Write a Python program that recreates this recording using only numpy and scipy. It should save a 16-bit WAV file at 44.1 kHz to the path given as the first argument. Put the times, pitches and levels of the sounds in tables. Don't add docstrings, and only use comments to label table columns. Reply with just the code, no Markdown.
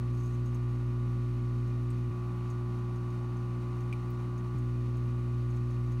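import sys
import numpy as np
from scipy import signal
from scipy.fft import rfft, irfft
from scipy.io import wavfile

SR = 44100
rng = np.random.default_rng(int(sys.argv[2]) if len(sys.argv) > 2 else 0)


def transcribe(u):
    v = np.clip(np.atleast_2d(u).T, -1, 1)
    q = np.round(v * 32767).astype(np.int16)
    wavfile.write(sys.argv[1], SR, q)


N = 264600
T = np.arange(N) / SR
MAINS_HZ = 59.975
THIN_FROM_S, THIN_UNTIL_S = 2.102, 4.551


def drone(thin, waver_db=0.38):
    # mains multiple, full level/dB rms, thin level/dB rms
    harmonics = [(1, -42.5, -44.9), (2, -31.5, -33.8), (3, -51.2, -49.1), (4, -46.5, -49.3),
                 (5, -52.3, -53.7), (6, -48.1, -47.0)]
    out = np.zeros(N)
    for multiple, full_db, thin_db in harmonics:
        level_db = full_db + (thin_db - full_db) * thin + waver_db * drift(5.1)
        out += partial(multiple, level_db, thin)
    return out


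def buzz(thin, base_db=-70, fall_db_per_octave=7.5, waver_db=0.86, first=7, count=44):
    # f/Hz, width/Hz, lift/dB
    housing = [(420, 35, 2.5), (560, 41, 7.5), (694, 56, -11), (807, 67, 8.5), (1029, 46, 13),
               (1165.2, 69.3, 25.5), (1440, 24, 15.5), (1860, 38, 11), (2880, 140, 9.5)]
    # f/Hz, width/Hz, lift/dB
    thin_lift = [(476, 37, -18), (920, 265, 4)]
    out = np.zeros(N)
    for multiple in range(first, first + count):
        hz = multiple * MAINS_HZ
        full_db = base_db - fall_db_per_octave * np.log2(multiple / first) + lift_db(hz, housing)
        level_db = full_db + thin * lift_db(hz, thin_lift) + waver_db * drift(6)
        out += partial(multiple, level_db, thin)
    return out


def partial(multiple, rms_db, thin, spread_cycles=1.006, slip_rad=1.5):
    offset_cycles = spread_cycles * multiple ** 2.5
    phase = 2 * np.pi * (multiple * MAINS_HZ * T - offset_cycles) - slip_rad * thin
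    return np.sqrt(2) * from_db(rms_db) * np.sin(phase)


def thinness(ramp_s=0.0088):
    onset = np.clip((T - THIN_FROM_S) / ramp_s + .5, 0, 1)
    offset = np.clip((T - THIN_UNTIL_S) / ramp_s + .5, 0, 1)
    return onset - offset


def rumble():
    # f/Hz, density/(dB per Hz)
    spectrum = [(18, -88), (45, -80), (85, -75), (135, -77.5), (220, -80.5), (300, -79.5), (335, -84),
                (400, -85), (480, -100), (3000, -160)]
    # f/Hz, width/Hz, peak density/(dB per Hz)
    cabinet_modes = [(196, 33, -70.5), (255, 24, -74.5), (650, 24, -87.5)]
    return noise(spectrum, cabinet_modes)


def whine(waver_db=1, wander_rad=.5):
    # f/Hz, level/dB rms
    tones = [(8102, -90), (8995, -101), (9238, -96), (9356, -88.5), (9415, -93.5), (9658, -90)]
    out = np.zeros(N)
    for hz, rms_db in tones:
        amplitude = np.sqrt(2) * from_db(rms_db + waver_db * drift(10))
        out += amplitude * np.sin(2 * np.pi * hz * T + wander_rad * drift(5.6))
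    return out


def pops(rise_s=0.00038, film_trim_db=-4, snap_t60_s=0.03, snap_width_hz=2600,
         spray_db=-25, spray_t60_s=.014):
    # t/s, f/Hz, cavity level/dB, cavity t60/s, film level before trim/dB
    bubbles = [(1.904, 8300, -45, .005, -48), (2.366, 14500, -57, .005, -62),
               (3.927, 2380, -31.5, 0.018, -38.5), (4.1035, 15000, -47, .003, -49)]
    out, t = np.zeros(N), T[:SR // 10]
    for start_s, hz, cavity_db, t60_s, film_db in bubbles:
        envelope = decay(t, t60_s) * (1 - np.exp(-t / rise_s))
        cavity = from_db(cavity_db) * np.sin(2 * np.pi * hz * t) * envelope
        film = from_db(film_db + film_trim_db) * rng.standard_normal(len(t))
        snap = resonance(film * decay(t, snap_t60_s), hz, snap_width_hz)
        spray = from_db(spray_db) * film * decay(t, spray_t60_s)
        add(out, start_s, cavity + snap + spray)
    return out


def ticks(gain_db=9.5, direct_db=-24.5, t60_s=0.061):
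    # t/s, level before gain/dB
    clear = [(0.2024, -59), (0.2339, -57), (0.2583, -56.5), (0.4574, -56.5), (0.4788, -61), (0.5454, -53.5),
             (0.6913, -65), (2.5002, -54.5), (2.9592, -59), (3.1018, -66), (3.3682, -62), (3.8062, -59),
             (4.3774, -59), (4.5825, -57), (4.9681, -60), (5.5019, -59), (5.5613, -59), (5.7069, -61),
             (5.9189, -57)]
    # f/Hz, width/Hz, gain/dB
    modes = [(6300, 170, -1), (6620, 200, 0), (7860, 160, -9), (8980, 260, -8), (13200, 600, -15)]
    flurry = scatter(from_s=.125, until_s=.35, per_s=63, level_db=-62)
    strays = scatter(from_s=.35, until_s=T[-1], per_s=2, level_db=-66.5)
    power, t = np.zeros(N), T[:SR // 10]
    for start_s, level_db in list(clear) + flurry + strays:
        add(power, start_s, (from_db(level_db + gain_db) * decay(t, t60_s)) ** 2)
    crackle = np.sqrt(power) * rng.standard_normal(N)
    ringing = sum(from_db(db) * resonance(crackle + 1e-18, hz, width_hz) for hz, width_hz, db in modes)
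    return ringing + from_db(direct_db) * crackle


def scatter(from_s, until_s, per_s, level_db, spread_db=1, max_count=40):
    chance = rng.random((max_count, 2))
    times_s = from_s + (np.arange(max_count) + chance[:, 0]) / per_s
    levels_db = level_db + spread_db * (2 * chance[:, 1] - 1)
    return [(s, db) for s, db in zip(times_s, levels_db) if s < until_s]


def wash(ripple_db=.5):
    # f/Hz, density/(dB per Hz)
    spectrum = [(300, -100), (550, -90), (720, -93), (850, -91.5), (1400, -91), (1580, -99), (2600, -99),
                (3400, -108.5), (4500, -105), (4950, -109.5), (5600, -107), (6600, -108.5), (7600, -112.5),
                (9500, -112.5), (10400, -120), (11200, -118), (13500, -117.8), (15600, -120.5)]
    # f/Hz, width/Hz, peak density/(dB per Hz)
    modes = [(964, 49, -90), (1830, 140, -96), (2060, 170, -96.5), (2445, 190, -95), (3070, 390, -103),
             (3706, 350, -102), (4330, 650, -105), (5270, 270, -110), (6330, 110, -107), (9200, 370, -113),
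             (11100, 440, -120)]
    return from_db(ripple_db * drift(15)) * noise(spectrum, modes)


def hiss(attack_s=.025, release_s=.25):
    # f/Hz, density/(dB per Hz)
    spectrum = [(400, -115), (620, -94.5), (850, -89.5), (1250, -92.5), (1450, -91), (1750, -112),
                (3000, -160)]
    swell = np.clip((T - THIN_FROM_S) / attack_s, 0, 1)
    ebb = np.clip((THIN_UNTIL_S - T) / release_s + .5, 0, 1)
    return swell * ebb * noise(spectrum)


def room(x, echo_s=0.008, echo_db=-7, tail_db=-17, t60_s=0.087):
    t = T[:SR // 3]
    tail = rng.standard_normal(len(t)) * decay(t, t60_s) * (t > echo_s / 2)
    response = from_db(tail_db) * tail / np.linalg.norm(tail)
    response[0] += 1
    response[int(echo_s * SR)] += from_db(echo_db)
    return signal.fftconvolve(x, response)[:N]


def noise(spectrum, modes=()):
    hz = np.maximum(np.arange(N // 2 + 1) * SR / N, 1)
    knots_hz, density_db = np.transpose(spectrum)
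    power = from_db(np.interp(np.log(hz), np.log(knots_hz), density_db)) ** 2
    for centre_hz, width_hz, peak_db in modes:
        power += from_db(peak_db) ** 2 / (1 + 2 * ((hz - centre_hz) / width_hz) ** 2) ** 2
    return irfft(rfft(rng.standard_normal(N)) * np.sqrt(power * SR / 2), N)


def drift(rate_hz):
    coarse_s = T[::100]
    hz = np.arange(len(coarse_s) // 2 + 1) * SR / N
    white = rng.standard_normal(len(coarse_s))
    slow = irfft(rfft(white) / (1 + (hz / rate_hz) ** 2), len(coarse_s))
    return np.interp(T, coarse_s, slow / slow.std())


def resonance(x, hz, width_hz):
    r = np.exp(-np.pi * width_hz / SR)
    feedback = [1, -2 * r * np.cos(2 * np.pi * hz / SR), r * r]
    return signal.lfilter(np.array([1, 0, -1]) * (1 - r * r) / 2, feedback, x)


def lift_db(hz, bells):
    return sum(db * np.exp(-((hz - centre_hz) / width_hz) ** 2) for centre_hz, width_hz, db in bells)


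def decay(t, t60_s):
    return np.exp(-np.log(1000) * t / t60_s)


def from_db(db):
    return 10 ** (np.asarray(db) / 20)


def add(track, start_s, sound):
    start = int(start_s * SR)
    track[start:start + len(sound)] += sound[:N - start]


def scene():
    thin = thinness()
    pump = whine() + drone(thin) + buzz(thin) + rumble()
    return (pump + wash() + hiss() + room(pops() + ticks()))[None]


def record(dry):
    cutoff_hz = 15650
    return signal.sosfilt(signal.ellip(12, .1, 80, cutoff_hz, fs=SR, output="sos"), dry)


dry = scene()
out = record(dry)
transcribe(out)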